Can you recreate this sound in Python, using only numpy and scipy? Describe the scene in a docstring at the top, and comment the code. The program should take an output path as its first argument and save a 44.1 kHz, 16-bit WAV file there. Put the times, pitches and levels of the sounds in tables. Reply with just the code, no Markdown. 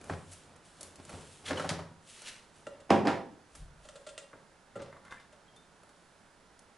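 """On a wooden kitchen worktop a tin is opened. A can opener makes its last turns, is wrenched off the rim
and clatters down beside it: impacts excite damped modes, and the scraping cutter sings and squeals.
Fingernails pick at the cut lid until it peels off the syrup, as modal pings, edge friction, smacks and squeaks.
Sleeves swish and the tin shuffles, both as stick-slip noise; the room adds a hush and a diffuse echo."""
import sys
import numpy as np
from scipy import signal
from scipy.fft import rfft, irfft, next_fast_len
from scipy.io import wavfile
from scipy.ndimage import uniform_filter1d

SR = 44100
rng = np.random.default_rng(int(sys.argv[2]) if len(sys.argv) > 2 else 0)


def log_audio(samples):
    """Write samples as a 16-bit WAV file to the path given in sys.argv[1]."""
    # one column per channel
    frames = np.atleast_2d(samples).T
    # limit to full scale, then quantise
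    limited = np.clip(frames, -1, 1)
    pcm = np.round(limited * 32767).astype(np.int16)
    wavfile.write(sys.argv[1], SR, pcm)


N = 298557


def from_db(db):
    """Level law: decibels to amplitude gain."""
    return 10 ** (np.asarray(db) / 20)


def rms_one(x):
    """Power normalisation: scale to unit mean square."""
    return x / np.sqrt(np.mean(x ** 2) + 1e-20)


def at_hz(points, hz):
    """Logarithmic frequency scale: interpolate a table along it."""
    f, value = np.transpose(points)
    return np.interp(np.log(np.maximum(hz, 1)), np.log(f), value)


def colour(x, spectrum, share=1):
    """Minimum phase: a causal filter follows a share of a dB spectrum, by folding its cepstrum."""
    size = 2 * next_fast_len(x.shape[-1] // 2 + 2048)
    gain = from_db(share * at_hz(spectrum, np.fft.rfftfreq(size, 1 / SR)))
    cepstrum = irfft(np.log(gain))
    cepstrum[1:size // 2] *= 2
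    cepstrum[size // 2 + 1:] = 0
    response = np.exp(rfft(cepstrum))
    return irfft(rfft(x, size) * response)[..., :x.shape[-1]]


def dying(t, t60):
    """Exponential decay: amplitude falls by 60 dB in t60."""
    return np.exp(-np.log(1000) * t / t60)


def rings(modes, t):
    """Modal decay: one exponentially dying sine per mode."""
    return np.array([from_db(db) * np.sin(2 * np.pi * hz * t) * dying(t, t60) for hz, db, t60 in modes])


def singing(x, modes, modes_db):
    """Forced resonance: a rubbing sound plus the modes that it keeps ringing."""
    body = rings(modes, np.arange(SR // 3) / SR).sum(axis=0)
    gain = from_db(modes_db)
    sung = rms_one(signal.fftconvolve(x, body)[:N]) * np.std(x)
    return (x + gain * sung) / np.sqrt(1 + gain ** 2)


def three_bands(x):
    """Band splitting: the thud, clack and crack ranges of a sound."""
    ranges = [(400, "low"), ([400, 2500], "band"), (2500, "high")]  # Hz
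    filters = [signal.butter(3, hz, kind, fs=SR, output="sos") for hz, kind in ranges]
    return [signal.sosfilt(sos, x) for sos in filters]


BLOW_S = 0.016  # a blow's level is its energy spread over this time


def blows(rows, modes, spectrum, body_t60, body_db, modes_db, thud_db, crack_db, thud_lag_s):
    """Impact excitation: a brief crack, a dense body rattle and modes struck with random strengths."""
    t = np.arange(int(.6 * SR)) / SR
    out, tones = np.zeros(N + SR), rings(modes, t)
    for s, contact_s, db, bright_db in rows:
        strengths = from_db(rng.normal(0, 2, len(modes))) * rng.choice([-1, 1], len(modes))
        envelope = dying(t, contact_s) + from_db(body_db) * dying(t, body_t60)
        rattle = rng.standard_normal(len(t)) * envelope
        # a long, dragging contact also starts more softly
        onset = 1 - np.exp(-t / (2 * contact_s ** 2 + 1e-6))
        sound = colour(onset * (rattle + from_db(modes_db) * strengths @ tones), spectrum)
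        # a brighter contact trades thud for crack; the thud answers a moment later
        weights_db = [thud_db - bright_db, 0, crack_db + bright_db]
        for band, weight_db, lag_s in zip(three_bands(sound), weights_db, [thud_lag_s, 0, 0]):
            at = round((s + lag_s) * SR)
            band_level = np.sqrt(np.sum(band ** 2) / (BLOW_S * SR))
            out[at:at + len(t)] += from_db(db + weight_db) * band / band_level
    return out[:N]


STROKE_DROP_DB = 25  # a stroke climbs this far during its swell and sinks as far during its fade


def pressure(strokes):
    """Incoherent addition: strokes swell and fade evenly in dB, and where they overlap their powers add."""
    t, power = np.arange(N) / SR, 0
    for peak_s, db, swell_s, fade_s in strokes:
        away = np.maximum((peak_s - t) / swell_s, (t - peak_s) / fade_s)
        drop_db = np.minimum(STROKE_DROP_DB * away, 100)
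        power = power + from_db(db - drop_db) ** 2
    return np.sqrt(power)


def friction(strokes, spectrum, slips_per_s, spread_db, smooth_db):
    """Stick-slip friction: random tiny slips of uneven size over a smooth hiss, under the strokes' pressure."""
    sizes = from_db(spread_db * np.minimum(rng.exponential(1, N), 4)) * rng.choice([-1, 1], N)
    slips = rms_one(sizes * (rng.random(N) < slips_per_s / SR))
    hiss = from_db(smooth_db) * rng.standard_normal(N)
    return pressure(strokes) * rms_one(colour(slips + hiss, spectrum))


def squeaks(rows, waver):
    """Frequency modulation: each tone rings out while its pitch glides and wavers (waver in octaves)."""
    t = np.arange(SR // 3) / SR
    out = np.zeros(N)
    for s, hz, db, t60, rise in rows:
        at = round(s * SR)
        wobble = waver * rms_one(uniform_filter1d(rng.standard_normal(len(t)), size=120))
        phase = 2 * np.pi * np.cumsum(hz * 2 ** (rise * t + wobble)) / SR
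        attack = 1 - dying(t, 0.0062)
        out[at:at + len(t)] += from_db(db) * np.sin(phase) * dying(t, t60) * attack
    return out


# spectral density of the quiet room: (frequency [Hz], relative level [dB per Hz])
AIR_COLOUR = [(20, -9.5), (50, -6.5), (110, -10.5), (180, -4.5), (280, -9.5), (450, -8.5), (900, -9),
              (1150, -12), (1450, -11.5), (2400, -19.5), (5000, -23), (11000, -29)]
AIR_DB = -62


def hush():
    """Broadband background: two independent coloured noises, one for the middle and one for the side."""
    return from_db(AIR_DB) * rms_one(colour(rng.standard_normal((2, N)), AIR_COLOUR))


# reverberation time of the room: (frequency [Hz], t60 [s])
ROOM_DECAY = [(80, 0.7), (250, 0.57), (700, 0.46), (2000, 0.36), (5000, 0.33), (11000, 0.28)]


def room_tail(build_s):
    """Diffuse reverberation: noise of unit energy builds up, then dies at each band's own rate."""
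    t = np.arange(int(.9 * SR)) / SR
    white, hz = rfft(rng.standard_normal(len(t))), np.fft.rfftfreq(len(t), 1 / SR)
    edges = [0, 150, 400, 1000, 2500, 6000, SR]  # Hz
    tail = np.zeros(len(t))
    for lo, hi in zip(edges, edges[1:]):
        band = irfft(white * ((hz >= lo) & (hz < hi)), len(t))
        tail += band * dying(t, at_hz(ROOM_DECAY, min((lo + hi) / 2, 2 * lo + 100)))
    tail = tail * (1 - np.exp(-t / build_s))
    return tail / np.sqrt(np.sum(tail ** 2))


def even_room(echo_db):
    """Spectral equalisation: direct sound and echoes together favour no broad range of pitch."""
    response = from_db(echo_db) * room_tail(0.00067)
    response[0] += 1
    hz = np.fft.rfftfreq(len(response), 1 / SR)
    power = uniform_filter1d(np.abs(rfft(response)) ** 2, size=25)
    correction_db = -10 * np.log10(power / power.mean())
    return colour(response, np.column_stack([hz, correction_db])[1:])


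# spread of echoes and hush between the ears: (frequency [Hz], side gain before its offsets [dB])
SIDE_COLOUR = [(60, -28.5), (160, -24), (500, -19.5), (2000, -21.5), (5000, -16), (10000, -13.5)]
# the opener lands a little to the right: (frequency [Hz], left minus right [dB])
LANDING_LEAN = [(80, 3), (200, .3), (350, -1.2), (630, -2.7), (1100, -2.6), (2200, -1.8), (4000, -1),
                (9000, -.7)]
# the hush comes more from the right: (frequency [Hz], left minus right [dB])
HUSH_BALANCE = [(60, -3), (170, -7.5), (500, 1), (1400, -7.5), (4000, 0), (11000, -2.5)]


def kitchen(at_tin, beside_tin, echo_db, side_db, hush_side_db):
    """Level-difference stereophony: tin ahead, landing and hush to the right, echoes unlike at each ear."""
    hush_mid, hush_side = hush()
    room = even_room(echo_db)
    ahead, beside = [signal.fftconvolve(x, room)[:N] for x in (at_tin, beside_tin)]
    echoes = signal.fftconvolve(at_tin + beside_tin, room_tail(0.00033))[:N]
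    side = colour(from_db(side_db) * echoes + from_db(hush_side_db) * hush_side, SIDE_COLOUR)
    ears = []
    for sign in (1, -1):  # left, right
        leaning = colour(beside, LANDING_LEAN, sign / 2) + colour(hush_mid, HUSH_BALANCE, sign / 2)
        ears.append(ahead + leaning + sign * side)
    return np.array(ears)


# sleeves and skin sliding: (peak time [s], level [dB], swell [s], fade [s])
SWISH_STROKES = [(.11, -57.5, 0.27, 0.38), (.33, -57, 0.19, 0.33), (.655, -61, 0.05, .35),
                 (.84, -57, 0.18, .2), (1.13, -55.5, 0.32, 0.83), (1.33, -59.5, .2, .32),
                 (2.1, -53, 0.096, 0.39), (2.56, -64, 0.081, 0.33), (3.575, -59, 0.12, 0.14),
                 (3.84, -66.5, 0.14, 1.1), (6.0, -73, 1, 1.2)]
# colour of sliding cloth: (frequency [Hz], relative gain [dB])
CLOTH_COLOUR = [(200, -10), (1000, -11), (3000, 2.5), (5000, -2.5), (9000, 1), (11000, -4.5)]


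def sleeves():
    """Cloth friction: dense small slips under a strong hiss."""
    return friction(SWISH_STROKES, CLOTH_COLOUR, slips_per_s=330, spread_db=3.0, smooth_db=5.0)


# a hand settles round the tin with a soft bump: (peak time [s], level [dB], swell [s], fade [s])
PALM_STROKES = [(3.625, -45, 0.078, 0.15)]
# colour of the palm's bump: (frequency [Hz], relative gain [dB])
PALM_COLOUR = [(15, -11), (35, 4.5), (65, -1), (100, -14), (150, -5.5), (230, -30), (1000, -61)]


def palm_bump():
    """Soft contact: friction noise held to the bass swells and fades once."""
    return friction(PALM_STROKES, PALM_COLOUR, slips_per_s=200, spread_db=2, smooth_db=0)


# the tin rocks back on to its base: (time [s], level [dB])
TIN_ROCKINGS = [(.108, -31), (0.983, -45), (1.137, -35.5)]
# low modes of the worktop under the tin: (frequency [Hz], relative level [dB], t60 [s])
BOARD_RESONANCES = [(93, -5, 0.25), (156.6, -10, 0.14), (312, -27, 0.06), (540, -42, .08)]


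def rocking(attack_s):
    """Modal excitation: the full tin's weight softly sets the worktop's low modes booming."""
    t = np.arange(SR // 2) / SR
    boom = rings(BOARD_RESONANCES, t).sum(axis=0) * (1 - np.exp(-t / attack_s))
    out = np.zeros(N)
    for s, db in TIN_ROCKINGS:
        at = round(s * SR)
        out[at:at + len(t)] += from_db(db) * boom
    return out


# the tin shuffling on the worktop: (peak time [s], level [dB], swell [s], fade [s])
SHUFFLE_STROKES = [(.03, -55, 0.17, 0.19), (.135, -41.5, 0.13, 0.047), (.56, -59.5, 0.76, 0.34),
                   (.84, -54.5, 0.18, 0.25), (1.0, -49.5, 0.047, 0.044), (1.14, -46, 0.14, 0.25),
                   (1.38, -74, 0.089, 0.17), (1.53, -34, 0.1, 0.088), (1.73, -41, 0.16, 0.14),
                   (2.78, -60, 0.6, 0.19), (4.8, -46, 0.02, 0.18), (5.54, -57.5, .03, 0.072)]
# colour of the tin rubbing on wood: (frequency [Hz], relative gain [dB])
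WOOD_RUB_COLOUR = [(30, -27), (65, -10), (90, -2.5), (120, 1.5), (160, 2.5), (300, 2), (600, -2.5),
                   (1300, -9), (2500, -17), (6000, -24.5), (11000, -61)]


def shuffle():
    """Friction-driven resonance: the tin rubs on wood and makes the worktop drone."""
    rub = friction(SHUFFLE_STROKES, WOOD_RUB_COLOUR, slips_per_s=260, spread_db=1.5, smooth_db=1)
    return singing(rub, BOARD_RESONANCES, modes_db=-7.0)


# the opener's gear and fingers on metal: (time [s], contact length [s], level [dB], brightness [dB])
METAL_TICKS = [(0.012, 0.014, -57, -3), (0.041, 0.014, -56.5, -1.5), (0.062, .012, -71, -7),
               (0.312, 0.096, -61.5, 11.5), (0.332, 0.02, -66, 12), (0.560, 0.032, -66, 2),
               (0.808, 0.027, -55.5, 9), (0.830, 0.009, -59, 13), (0.957, 0.0056, -65, 9.5),
               (1.051, 0.0065, -61, 4), (1.092, 0.039, -48.5, -5.5), (2.2185, 0.017, -57.5, 5.5),
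               (3.550, 0.047, -56.5, 4), (5.050, 0.018, -59, -7.5), (5.561, 0.03, -73, 10.5),
               (5.833, 0.015, -61, -6.5), (5.891, .03, -64, -4), (6.592, 0.0076, -72, 13)]
# modes of the tin: (frequency [Hz], relative level [dB], t60 [s])
TIN_RESONANCES = [(91.6, -5, 0.13), (165, 1, 0.16), (276, 5.5, 0.057), (580, -2, 0.068), (822, -16, 0.13),
                  (1345, -5.5, 0.048), (1470, -42, 0.014), (4400, -9, 0.063), (8500, -27, .1)]
# colour of a light contact: (frequency [Hz], relative gain [dB])
LIGHT_COLOUR = [(40, -56), (100, -2), (600, -4), (1500, -3.5), (3000, -4), (6000, 2), (11000, 3.5)]


def ticks():
    """Light impact: quiet contacts stir the modes of the tin."""
    return blows(METAL_TICKS, TIN_RESONANCES, LIGHT_COLOUR, body_t60=0.059, body_db=-10.5,
                 modes_db=-7.5, thud_db=-13.5, crack_db=2, thud_lag_s=0.00293)


# opener and tin knocking together: (time [s], contact length [s], level [dB], brightness [dB])
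TOOL_KNOCKS = [(0.096, 0.023, -36, -3), (1.506, 0.025, -31.5, 2.5), (1.572, .06, -39, 2),
               (1.596, 0.018, -33.5, 2.5), (1.642, 0.044, -36.5, -1), (1.691, 0.011, -38, 21),
               (1.700, 0.028, -38, -7.5), (1.7905, 0.0042, -41.5, 3)]
# colour of a hard contact: (frequency [Hz], relative gain [dB])
HARD_COLOUR = [(30, -56), (65, -41), (92, -4.5), (200, -11), (600, 3.5), (1300, 3.5), (1900, -4),
               (2900, -11), (4000, -12), (7000, -16.5), (11000, -22)]


def knocks():
    """Hard impact: the opener strikes the tin, and its thud lags."""
    return blows(TOOL_KNOCKS, TIN_RESONANCES, HARD_COLOUR, body_t60=0.13, body_db=-2,
                 modes_db=-9, thud_db=-4.5, crack_db=-16.5, thud_lag_s=0.00828)


# the cutter scrapes out of the rim, then the handles slide shut:
# (peak time [s], level [dB], swell [s], fade [s])
SCRAPE_STROKES = [(1.463, -40, 0.019, 0.058), (1.487, -39, 0.025, 0.056), (1.58, -47, 0.077, 0.29),
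                  (2.18, -54.5, 0.086, 0.3), (2.285, -40, 0.082, 0.057), (2.36, -56.5, .1, 0.17)]
# colour of the scraping cutter: (frequency [Hz], relative gain [dB])
CUTTER_COLOUR = [(200, 1), (700, -1.5), (1500, 6.5), (3300, 7), (4500, 5), (6500, 2.5), (11000, -1.5)]
# cutter wheel and its steel bracket: (frequency [Hz], relative level [dB], t60 [s])
CUTTER_RESONANCES = [(2600, -22, 0.052), (2970, 17.5, 0.074), (3440, 12, 0.051), (4310, 14, 0.079),
                     (4920, 3, 0.038), (6100, 13, 0.047), (8200, -9, 0.017)]


def scraping():
    """Friction-driven resonance: slips along the rim set the steel parts singing."""
    slips = friction(SCRAPE_STROKES, CUTTER_COLOUR, slips_per_s=600, spread_db=4, smooth_db=4)
    return singing(slips, CUTTER_RESONANCES, modes_db=-12.5)


# the cutter squeals ever lower as it is levered off:
# (time [s], starting frequency [Hz], level [dB], t60 [s], rise [octaves per s])
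SQUEAL_TONES = [(1.457, 3480, -44, .06, -1), (1.477, 3350, -40, 0.11, -2),
                (1.572, 3040, -34.5, 0.067, -2.2)]


def opener():
    """Superposition: the tool ticks, knocks against the tin, then scrapes and squeals free."""
    return ticks() + knocks() + scraping() + squeaks(SQUEAL_TONES, waver=0.032)


# the opener touches the worktop, lands, rocks, and its handle drops:
# (time [s], contact length [s], level [dB], brightness [dB])
OPENER_LANDINGS = [(2.892, 0.049, -38, 0), (2.9035, 0.015, -15, -0.5), (2.912, 0.058, -23, -2),
                   (2.977, 0.026, -40, -13.5), (3.050, 0.06, -25.5, -2), (3.0712, 0.0097, -22, 3.5),
                   (3.077, 0.043, -31.5, 9)]
# modes of the struck worktop: (frequency [Hz], relative level [dB], t60 [s])
WORKTOP_RESONANCES = [(94.6, 6, 0.4), (204.3, -10.5, 0.36), (305, -2, 0.14), (335.5, -16, 0.24),
                      (450, -15.5, 0.32), (500.3, -8.5, 0.65), (553, -7.5, 0.4), (637, -21.5, 0.18),
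                      (676, -4.5, 0.35), (789, 1.5, 0.14), (850, -4, 0.12), (940, -5, 0.23),
                      (980, -5.5, 0.44), (1095, -8, 0.21), (1380, -6, 0.26), (1572, -1.5, 0.14),
                      (4920, 20, 0.028), (5090, 16, 0.027), (5400, 12, 0.032), (8640, 14, 0.04)]
# colour of a heavy contact: (frequency [Hz], relative gain [dB])
HEAVY_COLOUR = [(30, -25), (65, -24.5), (92, -10.5), (150, 2.5), (220, 11.5), (450, 8), (850, 9.5),
                (1300, -3), (2200, -22), (4000, -37), (7000, -44.5), (11000, -55)]


def landing():
    """Heavy impact: the tool put down hard excites the modes of the wood."""
    return blows(OPENER_LANDINGS, WORKTOP_RESONANCES, HEAVY_COLOUR, body_t60=0.32, body_db=-10,
                 modes_db=-24.0, thud_db=-4.5, crack_db=-9.5, thud_lag_s=0.0012)


# fingernails plucking the lid's edge: (time [s], contact length [s], level [dB], brightness [dB])
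NAIL_PLUCKS = [(2.667, 0.013, -38, -6), (2.802, 0.02, -57.5, 3.5), (3.848, 0.055, -53.5, 3),
               (3.887, 0.019, -50, 6), (3.954, 0.046, -49.5, 3), (4.065, 0.047, -43.5, 2.5),
               (4.087, 0.048, -54.5, 12), (4.178, 0.0093, -46.5, 11.5), (4.754, 0.073, -38, -12),
               (4.817, 0.048, -46.5, -1), (5.323, 0.04, -56.5, 1)]
# modes of the lid: (frequency [Hz], relative level [dB], t60 [s])
LID_RESONANCES = [(561, 7.5, 0.087), (615, 5, 0.12), (1223, -8, 0.15), (1374, 5, 0.085),
                  (1940, 10.5, 0.031), (2773, 7.5, 0.037), (3170, -19, 0.3), (3525, -3.5, 0.091),
                  (4245, -13, 0.091), (4420, -17, 0.22), (6040, -3, 0.059), (6840, -11, 0.21),
                  (7500, -12, 0.136), (8900, 0, 0.047), (9900, 3, 0.082), (9900, -19, 0.088)]
# colour of a pinging contact: (frequency [Hz], relative gain [dB])
PINGY_COLOUR = [(40, -27), (100, 10), (570, 13.5), (900, 5.5), (1400, 7.5), (2300, -4.5), (2900, -4),
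                (4000, -5), (5300, -10), (8500, -6), (11000, -21.5)]


def plucks():
    """Plate vibration: nails excite the modes of the thin steel disc."""
    return blows(NAIL_PLUCKS, LID_RESONANCES, PINGY_COLOUR, body_t60=0.093, body_db=3.0,
                 modes_db=-7.5, thud_db=-13.0, crack_db=-9.5, thud_lag_s=0.00288)


# syrup letting go of the lid: (time [s], contact length [s], level [dB], brightness [dB])
SYRUP_SMACKS = [(4.330, 0.032, -52, -20.5), (4.926, 0.018, -51.5, -5), (4.964, 0.026, -57, -6),
                (5.108, 0.024, -53.5, 12), (5.133, .03, -72, 2), (5.198, 0.021, -66.5, 20)]
# modes heard as the lid leaves the syrup: (frequency [Hz], relative level [dB], t60 [s])
SYRUP_RESONANCES = [(537, 0, 0.069), (1133, 0.5, 0.04), (1560, 5, 0.02), (1790, 1, 0.034),
                    (2070, 7.5, 0.031), (3650, 7.5, 0.023), (4870, -9, .025)]


def smacks():
    """Adhesive release: each letting go is a burst that rings short modes."""
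    return blows(SYRUP_SMACKS, SYRUP_RESONANCES, HARD_COLOUR, body_t60=0.22, body_db=1.5,
                 modes_db=-1.5, thud_db=-19, crack_db=-14, thud_lag_s=0.0034)


# the lid's cut edge grazing the rim as it lifts: (peak time [s], level [dB], swell [s], fade [s])
PEEL_STROKES = [(4.78, -65, 0.071, 0.38), (4.95, -66, .1, 0.12), (5.06, -55.5, .02, 0.097),
                (5.125, -50, 0.049, .1), (5.34, -63.5, 0.027, .06), (5.83, -81, 0.036, 0.17)]
# colour of the grazing lid: (frequency [Hz], relative gain [dB])
GRAZE_COLOUR = [(100, -7), (500, -12), (1200, -1.5), (2100, -6), (2600, -5), (3500, -16), (6000, -18),
                (11000, -24)]


def peel():
    """Friction-driven resonance: the grazing edge keeps the syrup modes ringing."""
    graze = friction(PEEL_STROKES, GRAZE_COLOUR, slips_per_s=290, spread_db=9, smooth_db=5.0)
    return singing(graze, SYRUP_RESONANCES, modes_db=2.5)


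# squeaks and pips of the wet lid:
# (time [s], starting frequency [Hz], level [dB], t60 [s], rise [octaves per s])
WET_SQUEAKS = [(4.335, 1440, -48, 0.029, 2.7), (5.116, 1604, -44, 0.13, 1.9), (5.17, 1720, -48, 0.066, 4.7),
               (5.180, 2300, -54, 0.05, 4), (5.481, 3230, -59.5, 0.13, 0.13),
               (5.563, 3590, -59, 0.26, 0.079)]


def lid():
    """Superposition: the disc pings, grazes the rim, smacks off the syrup and squeaks."""
    return plucks() + peel() + smacks() + squeaks(WET_SQUEAKS, waver=0.01)


def scene():
    """Superposition: all sources at the tin add up, and the landing beside it is placed apart."""
    hands = sleeves() + shuffle() + palm_bump()
    at_tin = opener() + lid() + hands + rocking(attack_s=0.0027)
    return kitchen(at_tin, landing(), echo_db=-5.5, side_db=3.5, hush_side_db=10)


CUTOFF_HZ = 11150


def record(dry):
    """Low-pass filtering: a steep elliptic filter cuts the top."""
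    steep = signal.ellip(12, .1, 80, CUTOFF_HZ, fs=SR, output="sos")  # ripple .1 dB, stopband 80 dB down
    return signal.sosfilt(steep, dry)


dry = scene()
out = record(dry)
log_audio(out)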